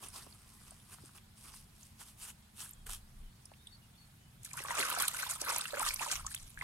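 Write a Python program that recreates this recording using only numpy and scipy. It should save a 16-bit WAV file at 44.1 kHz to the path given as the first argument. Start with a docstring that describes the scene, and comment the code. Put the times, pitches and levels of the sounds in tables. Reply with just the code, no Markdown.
"""A hand swishes itself clean in a plastic-lined garden pond: strokes drive noise, ringing bubbles and spray.
Before that it presses, then sweeps, gritty soil around a plant at the edge: granular noise in short swells.
Ticks and pats are short noise bursts; the lined banks add a brief noise-like echo.
Behind lie faint gliding whistles of birds, a low distant hum and drone, still air and puffs of wind."""
import sys
import numpy as np
from scipy import signal
from scipy.io import wavfile
from scipy.ndimage import uniform_filter1d

SR = 44100
rng = np.random.default_rng(int(sys.argv[2]) if len(sys.argv) > 2 else 0)


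def pcm_store(signal):
    """Save signal as 16-bit PCM."""
    levels = np.round(np.clip(np.atleast_2d(signal), -1, 1) * 32767)
    wavfile.write(sys.argv[1], SR, levels.astype(np.int16).T)


N = 292383
TIME_S = np.arange(N) / SR
DIP_S = 4.4  # the hand enters the water


def from_db(db):
    """Decibels to amplitude gain."""
    return 10 ** (np.asarray(db) / 20)


def rms_one(x):
    """Scale to unit power."""
    return x / np.sqrt(np.mean(x ** 2) + 1e-20)


def gains(rows):
    """A gain curve per dB column, linear in dB between rows and -120 dB outside them."""
    times_s, *columns = np.transpose(rows)
    times_s = np.sort(times_s)
    return [from_db(np.interp(TIME_S, times_s, c, left=-120, right=-120)) for c in columns]


def swells(rows, roundness):
    """A gain curve per dB column: events rise and fall by 20 dB in their two times; powers add."""
    t, power = np.arange(0, N, 20) / SR, 0
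    for peak_s, rise_s, fall_s, *levels_db in rows:
        away = np.abs((t - peak_s) / np.where(t < peak_s, rise_s, fall_s))
        # roundness 1 is pointed in dB, 2 a bell
        event_db = np.array(levels_db)[:, None] - 20 * away ** roundness
        power = power + from_db(event_db) ** 2
    return [np.interp(TIME_S, t, np.sqrt(p)) for p in power]


def at_hz(points, hz, axis=1):
    """Read one column of a table on a log-frequency axis."""
    columns = np.transpose(points)
    return np.interp(np.log(hz), np.log(columns[0]), columns[axis])


def drift(knots_per_s):
    """Slow random curve of rms 1, straight between Gaussian knots."""
    knots = rng.standard_normal(4000)
    return rms_one(np.interp(TIME_S * knots_per_s, np.arange(len(knots)), knots))


def band(x, low_hz, high_hz, order=2):
    """Causal band-pass."""
    edges_hz = [low_hz, min(high_hz, SR / 2 - 100)]
    return signal.sosfilt(signal.butter(order, edges_hz, "band", fs=SR, output="sos"), x + 1e-18)


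def add(out, s, sound):
    """Mix a sound in at s seconds, cut at the end."""
    at = max(round(s * SR), 0)
    part = sound[:max(N - at, 0)]
    out[at:at + len(part)] += part


def coloured(spectrum, grain=1, patchy_db=0, low_hz=20):
    """Noise scaled by a grain pattern, shaped in bands that flicker by patchy_db; rms 1."""
    edges_hz = np.geomspace(18, 17000, 37)
    white, out = rng.standard_normal((2, N)) * grain, 0
    for k, (low, high) in enumerate(zip(edges_hz, edges_hz[1:])):
        hz = np.sqrt(low * high)
        if max(low_hz, spectrum[0][0]) <= hz <= spectrum[-1][0]:
            # neighbouring bands take different noise
            gain = from_db(at_hz(spectrum, hz) + patchy_db * drift(70))
            out = out + band(white[k % 2], low, high) * gain
    return rms_one(out)


def grains(per_s, spread_db, smooth):
    """Amplitude of random tiny impacts of very unequal size, power evened out, over a smooth floor."""
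    hits = rng.random(N) < per_s / SR
    sizes = hits * from_db(spread_db * np.minimum(rng.exponential(1, N), 4.5))
    local_power = np.abs(uniform_filter1d(sizes ** 2, size=2200))
    power = sizes ** 2 / (local_power + 1e-9)
    return np.sqrt(power + smooth ** 2)


def bubble(hz, t60_s, glide):
    """A damped sine whose pitch glides as the bubble's depth changes: by 2 * glide of hz over t60."""
    t = np.arange(int(abs(t60_s) * SR) + 2) / SR
    phase = 2 * np.pi * hz * (t + glide * t ** 2 / t60_s)
    onset = 1 - np.exp(-t * hz * 2)
    return np.sin(phase) * from_db(-60 * t / t60_s) * onset


def burst(hz, t60_s, width, count=4000):
    """A short decaying noise crack, band-passed from hz / (1 + width) to hz * (1 + width); peak 1."""
    decay = np.exp(-np.log(1000) * np.arange(count) / SR / t60_s)
    ratio = 1 + abs(width)
    crack = band(rng.standard_normal(count) * decay, hz / ratio, hz * ratio)
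    return crack / np.abs(crack).max()


def water():
    """Each stroke churns bubbles under, tears the surface and throws a crackling spray."""
    # hand strokes: peak t/s, rise/s, fall/s, relative churn level/dB, relative spray level/dB
    strokes = [(4.448, 0.026, 0.12, -74, -53.5), (4.585, 0.071, 0.1, -53, -47.5),
               (4.715, 0.14, 0.22, -44.5, -47.5), (4.79, 0.062, 0.16, -37.5, -38.5),
               (4.91, 0.25, 0.24, -41, -43.5), (5.01, 0.05, 0.1, -39, -35.5), (5.21, 0.22, .13, -46, -42),
               (5.305, 0.041, 0.09, -49, -41), (5.414, 0.021, 0.023, -49.5, -42),
               (5.495, 0.084, 0.13, -37, -42.5), (5.585, 0.22, 0.29, -50, -45),
               (5.8, 0.11, 0.11, -42.5, -45), (5.87, 0.075, .12, -44, -38),
               (6.02, 0.039, 0.099, -42, -40.5), (6.12, 0.059, 0.1, -43.5, -38.5),
               (6.3, 0.11, 0.25, -63.5, -55), (6.42, 0.11, 0.33, -80, -62), (6.625, 0.042, .1, -53, -54.5)]
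    # spectrum of torn water: f/Hz, relative density/(dB per Hz)
    splash = [(150, -50), (250, -18), (393, -23.5), (576, -12), (788, -15), (955, 0), (1380, 2.5),
              (2130, -10), (2810, -13.5), (3710, -11.5), (5250, -12.5), (8400, -6.5), (11700, -9),
              (16000, -31)]
    churned, sprayed = swells(strokes, roundness=1.136)
    torn = coloured(splash, grains(per_s=2800, spread_db=4.0, smooth=0.21), patchy_db=1.5)
    wash = band(torn, 560, 3300)
    # hard strokes go deeper and slosh low
    slosh = rms_one(band(torn, 248, 590)) * np.sqrt(churned / churned.max())
    # drops fall back in clumps
    clumps = from_db(2.0 * drift(130))
    drops = clumps * grains(per_s=2600, spread_db=3.5, smooth=0.63)
    spray = coloured(splash, drops, patchy_db=4.0, low_hz=2100)
    gurgle = from_db(-3.0) * churn() + from_db(-0.5) * wash + from_db(-10.5) * slosh
    return churned * gurgle + from_db(1) * sprayed * spray


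def churn(count=950):
    """A cloud of small bubbles after the dip, each ringing for 15 to 45 cycles; power evened out."""
    # bubble sizes: f/Hz, relative level/dB
    sizes = [(450, -15), (600, -11.5), (750, -7), (1000, 3.5), (1450, 4.5), (1900, 1.5), (3200, 1)]
    low_hz, high_hz = sizes[0][0], sizes[-1][0]
    out = np.zeros(N)
    for when, size, loud, life, rise in rng.random((count, 5)):
        hz = low_hz * (high_hz / low_hz) ** size
        ring = bubble(hz, t60_s=(.5 + life) * 30 / hz, glide=0.444 * rise - .12)
        level_db = at_hz(sizes, hz) + 13.2 * loud
        add(out, DIP_S + when * (N / SR - DIP_S), from_db(level_db) * ring)
    power = np.abs(uniform_filter1d(out ** 2, size=1800))
    return out / np.sqrt(power + 0.0095 * power.max())


def plops(level_db=-0.6, count=2):
    """Large air pockets close and ring, low ones longer; each sheds weaker bubbles."""
    # pockets: t/s, relative level/dB, initial f/Hz, glide (half the pitch change as a share of f)
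    pockets = [(4.4597, -49, 1660, .1), (4.5128, -45, 2330, .1), (4.5913, -36.5, 2600, 0.03),
               (4.5383, -40.5, 1110, -0.26), (4.5753, -34.5, 1420, .1), (4.6025, -39.5, 1920, 0.1),
               (4.65, -33, 1106, 0.07), (4.7072, -27.5, 1012, -0.12), (4.706, -30, 1940, 0.03),
               (4.7525, -34, 1280, 0.3), (4.7822, -30.5, 868, 0), (4.788, -29, 2670, .1),
               (4.8163, -34, 1410, 0.05), (4.833, -28, 1560, -.08), (4.9024, -30, 1340, 0.13),
               (4.9175, -33.5, 1230, .1), (4.9253, -31.5, 994, 0), (4.9642, -28.5, 1334, .03),
               (4.973, -35, 717, 0), (5.002, -26.5, 1100, .1), (5.0319, -26, 1395, 0.15),
               (5.0532, -35.5, 1122, 0), (5.1456, -32, 1438, .03), (5.189, -36.5, 2000, .05),
               (5.2298, -25.5, 1477, 0.13), (5.2638, -35.5, 964, 0.12), (5.3155, -34.5, 1420, -0.08),
               (5.358, -39.5, 1220, .13), (5.497, -28.5, 1380, .15), (5.5955, -35.5, 1365, -.04),
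               (5.6554, -29.5, 2760, -.02), (5.733, -32.5, 565, 0.1), (5.741, -33, 1460, 0.5),
               (5.772, -38, 520, 0.45), (5.771, -31, 1400, .1), (5.8028, -28, 1104, -0.14),
               (5.816, -31, 854, 0.1), (5.828, -27.5, 1300, .06), (5.845, -36, 1160, -0.22),
               (5.8632, -27, 1175, 0.06), (5.8723, -33, 1800, .14), (5.9067, -30, 2310, .05),
               (5.9952, -32.5, 2420, 0.35), (6.0086, -31.5, 808, 0.65), (6.0297, -34.5, 1040, 0.5),
               (6.063, -30, 996, -0.06), (6.079, -45.5, 575, .13), (6.104, -39, 1280, -0.1),
               (6.1252, -33, 2370, 0), (6.1955, -37.5, 1265, 0.2), (6.247, -38, 1035, .16),
               (6.2675, -37.5, 1230, 0.08), (6.3132, -44, 1560, 0.5), (6.3635, -35, 3450, -0),
               (6.5748, -36, 1620, 0.05), (6.6121, -29, 2044, 0), (6.6232, -36, 1140, -0.35)]
    ring_cycles = 41  # periods of the initial pitch in a 60 dB decay
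    shed_db, latest_s, spread_octaves = -8, .016, 0.507
    out = np.zeros(N)
    for (s, db, hz, glide), shed in zip(pockets, rng.random((len(pockets), count, 2))):
        add(out, s, from_db(db + level_db) * bubble(hz, ring_cycles / hz, glide))
        for late, size in shed:
            shed_hz = hz * 2 ** (spread_octaves * (2 * size - .8))
            ring = bubble(shed_hz, .6 * ring_cycles / shed_hz, glide)
            add(out, s + late * latest_s, from_db(db + shed_db) * ring)
    return out


def ticks(level_db=-0.5, t60_s=0.015):
    """Grit, then drops, tick brightly: grit with a brief narrow ring, drops with a broader snap."""
    # ticks: t/s, relative peak level/dB, centre f/Hz
    tick_rows = [(.085, -36.5, 9500), (0.3255, -47, 4400), (.708, -39.5, 8900), (1.48, -57, 4950),
                 (1.83, -45, 6600), (2.6919, -39, 10050), (2.7096, -38, 12100), (2.7337, -41, 7700),
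                 (3.455, -40, 9550), (3.4556, -45.5, 5670), (3.6713, -43, 3650), (3.6713, -43, 9000),
                 (4.433, -39, 8980), (4.448, -31, 9450), (4.533, -29.5, 7500), (4.57, -31.5, 10040),
                 (4.6382, -32.5, 10300), (4.7144, -33, 6720), (4.75, -32, 8470), (4.794, -23.5, 8200),
                 (4.8997, -25, 11700), (4.95, -29, 8480), (5.0009, -23, 8600), (5.022, -19.5, 11400),
                 (5.0818, -28, 3600), (5.0813, -17, 9500), (5.3043, -32, 8950), (5.4147, -28.5, 6940),
                 (5.4482, -30, 10800), (5.4908, -31, 6150), (5.524, -30, 8100), (5.5619, -23.5, 7500),
                 (5.583, -20.5, 11500), (5.6095, -32.5, 3370), (5.7067, -37, 3500), (5.795, -22, 8100),
                 (5.9417, -22.5, 10830), (5.9607, -32, 5700), (6.029, -29.5, 8050), (6.115, -26, 6360),
                 (6.266, -23, 6820), (6.348, -24, 9200)]
    grit_width, drop_width = 0.093, 0.23
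    out = np.zeros(N)
    for s, db, hz in tick_rows:
        width = drop_width if s > DIP_S else grit_width
        add(out, s, from_db(db + level_db) * burst(hz, t60_s, width))
    return out


def pats(level_db=0.5):
    """The hand pats and scuffs wet soil, then water: short broad noise bursts."""
    # pats: t/s, relative peak level/dB, centre f/Hz, t60/s
    pat_rows = [(.025, -49.5, 870, 0.16), (.155, -47.5, 850, 0.12), (.16, -41.5, 4500, 0.13),
                (.263, -52, 323, 0.025), (.266, -50, 770, 0.022), (0.614, -58, 1300, 0.021),
                (.718, -53.5, 786, .03), (.985, -49.5, 1120, 0.024), (1.036, -50.5, 300, 0.036),
                (1.092, -52, 1210, 0.027), (1.182, -48, 3050, 0.025), (1.539, -49, 1250, 0.02),
                (2.014, -49, 1060, .04), (2.66, -50, 1300, .025), (2.865, -47.5, 1100, 0.027),
                (2.891, -44.5, 1080, 0.028), (3.516, -48.5, 735, 0.024), (3.537, -52.5, 2400, .02),
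                (4.602, -47.5, 483, .03), (4.648, -46, 563, 0.075), (4.783, -28, 1210, 0.024),
                (4.795, -39, 353, 0.071), (4.899, -38, 1490, .02), (5.415, -42, 520, 0.074),
                (5.56, -37.5, 800, 0.036), (5.655, -35, 1350, 0.017), (6.3457, -34.5, 2100, 0.011)]
    out = np.zeros(N)
    for s, db, hz, t60_s in pat_rows:
        add(out, s, from_db(db + level_db) * burst(hz, t60_s, width=0.38))
    return out


def soil():
    """Grit and leaves crackle finely under the fingers: pressed down, then swept in brighter strokes."""
    # finger rubs: peak t/s, rise/s, fall/s, relative dull scrape level/dB, relative gritty hiss level/dB
    rubs = [(.04, .05, 0.12, -57.5, -51), (.162, 0.056, 0.12, -57, -50), (.23, 0.05, 0.29, -68, -60.5),
            (.5, 0.11, 0.089, -69, -63), (.63, 0.19, 0.47, -70, -63), (.93, 0.067, .07, -63, -56),
            (1.07, .15, .08, -69.5, -61.5), (1.17, 0.048, 0.033, -64, -59), (1.39, 0.038, .12, -71, -59),
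            (1.465, 0.051, 0.098, -60, -53.5), (1.565, 0.1, .1, -71, -56), (1.83, 0.14, 0.14, -81, -62.5),
            (2.015, 0.04, 0.044, -58.5, -50), (2.085, 0.053, 0.07, -68.5, -57.5),
            (2.235, 0.057, 0.077, -59.5, -45.5), (2.29, 0.057, 0.036, -57.5, -48.5),
            (2.615, 0.061, .1, -58.5, -46), (2.868, 0.0091, .025, -57, -52),
            (2.896, 0.016, 0.025, -58, -47), (2.932, 0.038, 0.054, -58.5, -44)]
    # spectra of the two actions: f/Hz, relative density/(dB per Hz)
    press_spectrum = [(240, -11), (400, -10), (626, -23.5), (719, -12.5), (852, -11.5), (1010, -2),
                      (1790, -11.5), (3070, -5), (4050, -9.5), (4510, -2.5), (6850, -7.5), (9760, 3.5),
                      (12100, -11), (16000, -14)]
    sweep_spectrum = [(240, -29), (400, -9.5), (562, -24), (697, -14.5), (893, -7.5), (1230, -3.5),
                      (2180, -12.5), (2840, -3.5), (3690, -6.5), (4650, -10.5), (9610, 2), (12100, -9),
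                      (15300, -12), (16000, -21)]
    scrape, hiss = swells(rubs, roundness=1.57)
    swept = np.clip((TIME_S - 1.7) / 0.57, 0, 1)
    press_grains = grains(per_s=2200, spread_db=2.5, smooth=0.75)
    pressing = coloured(press_spectrum, press_grains, patchy_db=2.0)
    sweep_grains = grains(per_s=9000, spread_db=4.5, smooth=0.82)
    sweeping = coloured(sweep_spectrum, sweep_grains, patchy_db=2.0)
    # the fingers catch and slip
    catch = from_db(1.46 * drift(90))
    grit = (np.sqrt(1 - swept) * pressing + np.sqrt(swept) * sweeping) * catch
    dull = rms_one(band(grit, 260, 1820, order=3))
    bright = rms_one(band(grit, 2130, 15500, order=3))
    return from_db(-1.0) * scrape * dull + hiss * bright


def banks(x, t60_s, level_db, count=9000):
    """The lined banks return a brief, weak echo: decaying noise, separate for each channel."""
    t = np.arange(count) / SR
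    echo = rng.standard_normal((2, count)) * np.exp(-np.log(1000) * t / t60_s) * (t > .003)
    echo /= np.sqrt(np.sum(echo ** 2, axis=1, keepdims=True))
    return from_db(level_db) * signal.fftconvolve(x, echo, axes=1)[:, :N]


def birds(waver=0.0072, flutter_db=2.0):
    """Far birds: thin gliding sines with wavering pitch and fluttering level."""
    # whistles: t/s, length/s, start f/Hz, end f/Hz, relative level/dB
    whistles = [(2.41, .08, 8000, 7900, -76), (2.7, 0.15, 3380, 3200, -75), (3.202, 0.12, 3080, 2980, -77),
                (3.27, 0.13, 4500, 4400, -80), (3.58, 0.07, 3520, 3840, -68.5),
                (3.637, 0.11, 3690, 3670, -69), (3.712, 0.056, 4450, 4480, -61),
                (3.815, 0.047, 2890, 2800, -72), (3.936, 0.041, 3620, 3460, -72),
                (3.959, 0.11, 4440, 4410, -67), (4.18, 0.12, 3010, 2980, -76)]
    out, wobble = np.zeros(N), drift(160)
    for s, length_s, start_hz, end_hz, db in whistles:
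        n = int(length_s * SR)
        hz = np.linspace(start_hz, end_hz, n) * (1 + waver * wobble[int(s * SR):][:n])
        tone = np.sin(2 * np.pi * np.cumsum(hz) / SR)
        add(out, s, from_db(db) * tone * signal.windows.tukey(n, .6))
    return out * from_db(flutter_db * drift(110))


def garden():
    """Still air as shaped noise, distant phase-wavering hum, narrow-band drone and wind puffs."""
    # wind puffs on the microphone: peak t/s, rise and fall/s, relative level/dB
    puffs = [(.05, .12, -56), (1.75, 0.46, -62.5), (2.92, 0.2, -47), (3.22, 0.13, -47), (5.91, 0.15, -48.5),
             (6.23, .1, -44), (6.43, 0.056, -48), (6.6, 0.14, -54)]
    # distant low drone: t/s, level/dB
    drone_levels = [(0, -75.5), (2.4, -84.5), (2.9, -66), (3.2, -68.5), (4.0, -70), (4.3, -65), (4.6, -58),
                    (4.8, -68), (5.5, -79), (6.63, -62)]
    # distant hum: f/Hz, rms level/dB
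    hum_tones = [(129.2, -78.5), (213.5, -73.5)]
    # spectra of still air and wind: f/Hz, relative density/(dB per Hz)
    air_spectrum = [(20, -9), (70, -5), (130, -7), (215, -14), (320, -26), (550, -32), (760, -26),
                    (1100, -28), (2400, -31), (4000, -31), (6400, -35), (9500, -30), (13000, -36),
                    (16000, -42)]
    gust_spectrum = [(20, 5.5), (45, -9), (80, -10), (160, -34.5), (400, -42)]
    gust, = swells([(s, length_s, length_s, db) for s, length_s, db in puffs], roundness=1.4)
    swell, = gains(drone_levels)
    hum = np.zeros(N)
    for hz, db in hum_tones:
        hum += from_db(db) * np.sqrt(2) * np.sin(2 * np.pi * hz * TIME_S + drift(14))
    drone = swell * rms_one(band(rng.standard_normal(N), 108, 148.0))
    air = from_db(-61.5) * coloured(air_spectrum, patchy_db=1.5)
    wind = from_db(-2.0) * gust * coloured(gust_spectrum)
    return air + hum + drone + wind


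def ports(x, place, size=256):
    """Two microphone ports differ in level and phase; restless water and foliage scatter the rest."""
    hz, _, mid = signal.stft(x, SR, nperseg=size)
    balance_db, lead_rad, likeness = (at_hz(place, hz[:, None] + 1, axis=k) for k in range(1, 4))
    # port powers and their cross term
    left, right = from_db(balance_db), from_db(-balance_db)
    shared = np.clip(likeness, 0, .99) * np.exp(1j * lead_rad)
    # port difference: a part that follows their sum and a part with scattered phase
    sum_power = left + right + 2 * shared.real
    direct = (left - right + 2j * shared.imag) / sum_power
    scattered = np.abs((left + right - 2 * shared.real) / sum_power - np.abs(direct) ** 2)
    turns = np.exp(2j * np.pi * rng.random(mid.shape))
    side_bins = mid * (direct + np.sqrt(2 * scattered) * turns)
    side = signal.istft(side_bins, SR, nperseg=size)[1][:N]
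    return np.array([x + side, x - side])


def scene():
    """Soil work, then washing, with their echo, over the garden's background."""
    # paths to the two ports: f/Hz, left-right/dB, left lead/rad, likeness/0-1
    from_water = [(200, 0, -.3, .85), (450, -3, -1.6, .85), (720, -12, -1.9, .85), (900, -5, -.3, .92),
                  (1250, -1.5, -.8, .9), (1520, 5.5, -1, .85), (2000, 4.5, -1.6, .75), (2400, -5, -2, .65),
                  (2900, -6.5, -2, .5), (4300, -1, -2.7, .45), (6000, -2, -1.5, .1), (7200, 0, 0, .6),
                  (9700, 2, 0, .35), (12000, -8, 0, .3)]
    from_soil = [(200, 0, 0, .85), (500, -1, -1.6, .2), (950, -5, .4, .6), (1600, 2, -.1, .7),
                 (2500, -3.5, -.6, .45), (3600, .5, -.4, .4), (5200, -3, -.8, .35), (7200, 2, 0, .85),
                 (10000, .5, 0, .8), (12500, -7, 0, .65)]
    from_afar = [(60, 0, 0, .99), (170, 0, 0, .96), (260, 0, -.2, .8), (400, -1.5, -1.5, .4),
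                 (700, -4, -2, .2), (1200, -.5, 0, .02), (6000, -1, 0, .1), (8000, 0, 0, .8),
                 (12500, -3, 0, .5)]
    touches = ticks() + pats()
    wet = TIME_S > DIP_S
    at_edge = ports(soil() + touches * ~wet, from_soil)
    in_pond = ports(water() + plops() + touches * wet, from_water)
    near = at_edge + in_pond
    far = ports(garden() + birds(), from_afar, size=2048)
    return near + banks(near, t60_s=0.2, level_db=-15.5) + far


def record(dry):
    """Steep elliptic low-pass at the top of the treble."""
    cutoff_hz = 15800
    return signal.sosfilt(signal.ellip(10, .1, 70, cutoff_hz, fs=SR, output="sos"), dry)


dry = scene()
out = record(dry)
pcm_store(out)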